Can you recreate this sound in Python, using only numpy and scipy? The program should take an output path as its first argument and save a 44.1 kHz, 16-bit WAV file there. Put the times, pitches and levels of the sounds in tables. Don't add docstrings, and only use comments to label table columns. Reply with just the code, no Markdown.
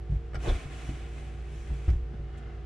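import sys
import numpy as np
from scipy import signal
from scipy.fft import rfft, irfft, next_fast_len
from scipy.io import wavfile
from scipy.ndimage import uniform_filter1d, map_coordinates

SR = 44100
rng = np.random.default_rng(int(sys.argv[2]) if len(sys.argv) > 2 else 0)


def dump(signal):
    limited = np.clip(np.atleast_2d(signal).T, -1, 1)
    pcm = np.round(limited * 32767).astype(np.int16)
    wavfile.write(sys.argv[1], SR, pcm)


N = 116865


def undb(db):
    return 10 ** (np.asarray(db) / 20)


def unit(x):
    return x / np.sqrt(np.mean(x ** 2))


def clock():
    return np.arange(N) / SR


def curve(points):
    return undb(np.interp(clock(), *np.array(points).T, left=-200, right=-200))


def fade(start, t60):
    age = clock() - start
    return (age >= 0) * np.exp(-np.log(1000) * np.maximum(age, 0) / t60)


def wander(rate_hz):
    steps = np.interp(clock() * rate_hz, np.arange(1024), rng.standard_normal(1024))
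    return unit(uniform_filter1d(steps, int(SR / rate_hz)))


def colour(x, points, tilt_db=0):
    hz, db = np.array(points, float).T
    size = 2 * next_fast_len(N)
    knots = np.log2(hz)
    octave = np.log2(np.maximum(np.arange(size // 2 + 1) * SR / size, 1))
    gain_db = np.interp(octave, knots, db) - 10 * np.maximum(knots[0] - octave, 0)
    gain_db += tilt_db * (np.clip(octave, knots[0], knots[-1]) - knots.mean())
    cepstrum = irfft(gain_db * np.log(10) / 20)
    cepstrum[1:size // 2] *= 2
    cepstrum[size // 2 + 1:] = 0
    return irfft(rfft(x, size) * np.exp(rfft(cepstrum)))[..., :N]


def spread(pair):
    # f/Hz, level/dB
    width = [(60, -20.5), (150, -16.5), (280, -12), (500, -12.5), (1000, -1), (1500, -4.5), (2300, -8),
             (4000, -5.5), (8000, -0.5)]
    mid, side = pair
    return mid + colour(side, width) * np.array([[1], [-1]])


def ring(start, modes, attack_s=0.0005):
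    age = clock() - start
    tones = sum(undb(db) * fade(start, t60) * np.sin(2 * np.pi * hz * age) for hz, db, t60 in modes)
    return np.clip(age / attack_s, 0, 1) * tones


def burst(envelope, spectrum, tilt_db=0):
    noise = colour(rng.standard_normal((2, N)) * envelope, spectrum, tilt_db)
    response = colour(np.eye(1, N), spectrum, tilt_db)
    return spread(noise / np.linalg.norm(response))


def friction(spectrum, grains_per_s=20000, scatter_db=1.5, flutter_db=1):
    catches = rng.random((2, N)) < grains_per_s / SR
    grains = catches * rng.standard_normal((2, N)) * undb(scatter_db * rng.standard_normal((2, N)))
    return spread(unit(colour(grains, spectrum))) * undb(flutter_db * wander(rate_hz=43.08))


def seat_thumps():
    # t/s, boom level/dB, contact/s, knock level/dB
    pushes = [(0.099, -32, 0.0037, -58), (0.119, -34.5, 0.0047, -42), (0.133, -36, 0.012, -49),
              (0.155, -28.5, 0.0089, -73), (0.343, -33.5, 0.0102, -45), (0.373, -34, 0.0025, -39.5),
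              (0.483, -17.5, 0.015, -44), (0.514, -19, 0.0115, -35), (0.549, -32, 0.0099, -61),
              (0.655, -36, 0.0041, -60), (0.888, -36, 0.0019, -45), (1.701, -35, 0.0051, -37),
              (1.716, -32, 0.0043, -43), (1.877, -20.5, 0.0079, -33), (1.888, -19, 0.011, -38.5),
              (1.905, -23, 0.0073, -46), (1.93, -55, .004, -37), (1.95, -24, 0.012, -46.5),
              (2.02, -34.5, 0.0067, -53), (2.138, -43, 0.0054, -40.5), (2.192, -38, 0.0049, -43)]
    # f/Hz, level/dB, t60/s
    trunk_modes = [(32.5, -36.5, 0.55), (58.1, 7, 0.2), (79.7, 2.5, 0.14), (100.6, -3.5, 0.26),
                   (139.7, -3.5, 0.33)]
    # f/Hz, level/dB
    knock_spectrum = [(80, 1.5), (150, 5.5), (250, -4.5), (340, -4.5), (480, -14.5), (800, -24.5),
                      (1600, -26), (4000, -43), (9000, -70)]
    boom, knock_envelope = 0, 0
    for start, boom_db, contact_s, knock_db in pushes:
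        force = np.sin(np.pi * np.clip(np.arange(SR // 20) / SR / contact_s, 0, 1))
        boom += undb(boom_db) * signal.fftconvolve(ring(start, trunk_modes), force / force.sum())[:N]
        knock_envelope += undb(knock_db) * fade(start, t60=0.094)
    return boom + burst(knock_envelope, knock_spectrum)


def panel_flex():
    # t/s, level/dB
    flexes = [(.094, -28.5), (0.123, -24), (0.36, -31), (1.713, -37)]
    # f/Hz, level/dB, t60/s
    panel_modes = [(146.1, -4.5, 0.18)]
    return sum(undb(db) * ring(start, panel_modes) for start, db in flexes)


def shell_knock():
    # f/Hz, level/dB, t60/s
    shell_modes = [(263, -5, 0.21), (310, 0, 0.17), (315, -22, 0.062)]
    return undb(-35.5) * ring(start=0.892, modes=shell_modes)


def latch():
    # t/s, level/dB, tilt/(dB per octave), t60/s
    hits = [(0.333, -45, -2, 0.043), (0.3441, -39.5, 0, 0.056), (0.3538, -39, 2, 0.067),
            (0.367, -42.5, -4.5, 0.065), (0.483, -50.5, 5.5, 0.16), (0.493, -40, 3.5, 0.028),
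            (1.882, -47.5, 0, 0.11), (1.893, -48.5, 1, 0.043), (1.902, -47.5, 5.5, 0.031)]
    # f/Hz, level/dB
    body_spectrum = [(200, -6), (420, 4), (540, 5.5), (760, 14), (930, -6.5), (1300, 8.5), (1800, 4),
                     (2300, 4), (2700, -11.5), (3000, -4.5), (3900, -13.5), (5600, -11.5), (7000, -29),
                     (10000, -27), (14000, -52)]
    # f/Hz, level/dB, t60/s
    spring_modes = [(1200, -12, 0.081), (1400, 6, 0.3), (1580, -11, 0.16), (2288, -11, 0.07),
                    (3220, -1, 0.044), (5400, -8, 0.058), (7840, -4, 0.024), (8130, -8, 0.042),
                    (7870, -13, .03)]
    # t/s, level/dB
    slips = [(.4845, -34.5), (.493, -37)]
    # f/Hz, level/dB, t60/s
    striker_modes = [(1077, -9, 0.1), (3310, -18, 0.16), (3526, -3.5, 0.059), (3844, -9.5, 0.063),
                     (4000, -9.5, 0.037)]
    clicks = sum(burst(undb(db) * fade(start, t60), body_spectrum, tilt) for start, db, tilt, t60 in hits)
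    spring = undb(-52.5) * ring(start=0.345, modes=spring_modes)
    striker = sum(undb(db) * ring(start, striker_modes) for start, db in slips)
    return clicks + spring + striker


def seal_drag():
    # t/s, level/dB
    envelope = [(.41, -56), (.44, -45), (.452, -38), (.47, -32.5), (.492, -31.5), (.51, -33), (.53, -48),
                (.58, -54), (.7, -59)]
    # f/Hz, level/dB
    spectrum = [(100, 5.5), (160, 3.5), (215, -14), (280, -4), (350, 5.5), (420, -1), (520, -4.5),
                (750, -7.5), (1000, -15), (2000, -19.5), (3700, -24), (5000, -40), (9000, -48),
                (14000, -66)]
    return friction(spectrum, grains_per_s=9000, scatter_db=1, flutter_db=0.7) * curve(envelope)


def felt_rub():
    # t/s, level/dB
    rub_envelope = [(.08, -80), (.105, -64.5), (.16, -67), (.21, -78), (.37, -70), (.405, -51), (.445, -46),
                    (.49, -47), (.57, -46), (.68, -52.5), (.79, -48), (.89, -49.5), (.95, -50.5),
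                    (1.11, -56.5), (1.2, -53.5), (1.43, -59), (1.6, -55.5), (1.68, -54.5), (1.76, -56.5),
                    (1.85, -55.5), (1.9, -54), (1.95, -61), (2.04, -77)]
    # f/Hz, level/dB
    rub_spectrum = [(110, -8), (143, 16.5), (185, -3.5), (280, 7.5), (400, -3.5), (550, -3.5), (750, 3.5),
                    (920, -8.5), (1100, -3.5), (1800, -4), (2400, -2), (3300, -8), (4000, -12.5),
                    (4900, -18.5), (5600, -21), (8200, -18.5), (9300, -26.5), (10200, -26.5),
                    (11500, -38.5), (14000, -41.5)]
    # t/s, level/dB
    hiss_envelope = [(.08, -96), (.105, -82), (.16, -82), (.2, -95), (.37, -90), (.385, -80), (.43, -61.5),
                     (.48, -56), (.53, -64.5), (.7, -71), (.88, -63.5), (1.05, -75), (1.18, -71),
                     (1.42, -82), (1.61, -66), (1.68, -74.5), (1.84, -73), (1.91, -70.5), (1.95, -78),
                     (2.03, -88)]
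    # f/Hz, level/dB
    hiss_spectrum = [(3500, -27), (5600, 7.5), (8200, -0.5), (9300, -9.5), (10200, 1.5), (11500, -19),
                     (14000, -17)]
    return friction(rub_spectrum) * curve(rub_envelope) + friction(hiss_spectrum) * curve(hiss_envelope)


def panel_slide(sag_oct_per_s=0.3):
    # t/s, level/dB
    envelope = [(2.06, -82), (2.14, -61), (2.22, -71), (2.3, -61.5), (2.35, -57), (2.41, -55.5),
                (2.47, -58), (2.55, -59), (2.65, -65)]
    # f/Hz, level/dB
    spectrum = [(550, -7), (780, 9), (930, -15.5), (1150, -1.5), (1430, 3), (1650, -5.5), (1780, 0),
                (1920, -8), (2120, 0), (2550, -22), (2870, -0.5), (3000, -14), (3170, -9), (3700, -16),
                (5000, -21.5), (8000, -35), (12000, -52)]
    rub = friction(spectrum, scatter_db=3)
    times = np.array(envelope)[:, 0]
    speed = 2 ** (-sag_oct_per_s * (clock() - times.mean()))
    position = np.cumsum(speed * (clock() > times[0]))
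    sinking = np.array([map_coordinates(channel, [position], mode="mirror") for channel in rub])
    return sinking * curve(envelope)


def plastic_scuff():
    # t/s, level/dB
    envelope = [(2.366, -76), (2.379, -61.5), (2.386, -63), (2.40, -76)]
    # f/Hz, level/dB
    spectrum = [(3000, 7), (5000, -11), (6900, -3), (7700, -5), (8500, -4), (9500, -13), (13000, -25)]
    return burst(curve(envelope), spectrum)


def trunk_walls(x, wet_db=-9, low_cut_hz=1530):
    echoes = rng.standard_normal((2, N)) * fade(start=0.00199, t60=0.029)
    echoes = spread(echoes / np.linalg.norm(echoes, axis=1, keepdims=True))
    treble = signal.sosfilt(signal.butter(2, low_cut_hz, "high", fs=SR, output="sos"), x)
    return x + undb(wet_db) * signal.fftconvolve(treble, echoes, axes=1)[:, :N]


def machine_hum(waver_hz=15):
    # f/Hz, level/dB, waver depth
    partials = [(58.74, -38.5, 0.049), (143.25, -51, 0.096), (233.3, -63, 0.93), (344.2, -57, 0.11),
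                (401.1, -59.5, 0.16), (459.6, -61, 0.47), (568.7, -70, 0.26), (687, -75.5, 1),
                (744.6, -66, 0.099), (782, -77.5, 0.33)]
    hum = np.zeros((2, N))
    for hz, db, depth in partials:
        for channel in range(2):
            waver = 1 + depth * (wander(waver_hz) + 1j * wander(waver_hz))
            tone = np.exp(2j * np.pi * (hz * clock() + rng.random()))
            hum[channel] += undb(db) * unit(np.real(waver * tone))
    return spread(hum)


def air_bed(level_db=-46):
    # f/Hz, level/dB
    spectrum = [(22, -8.5), (32, 7.5), (45, 4), (90, 4.5), (130, 1), (200, -13), (350, -13), (560, -19.5),
                (760, -21), (950, -25.5), (1500, -24), (2800, -30), (4200, -38), (7000, -45.5),
                (10000, -53.5), (12000, -74.5)]
    return spread(undb(level_db) * unit(colour(rng.standard_normal((2, N)), spectrum)))


def scene():
    thumps = seat_thumps() + panel_flex() + shell_knock()
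    contacts = latch() + seal_drag() + felt_rub() + panel_slide() + plastic_scuff()
    return thumps + trunk_walls(contacts) + machine_hum() + air_bed()


def record(dry):
    dry = signal.sosfilt(signal.butter(2, 20, "high", fs=SR, output="sos"), dry)
    return signal.sosfilt(signal.ellip(8, 0.2, 70, 14400, fs=SR, output="sos"), dry)


dry = scene()
out = record(dry)
dump(out)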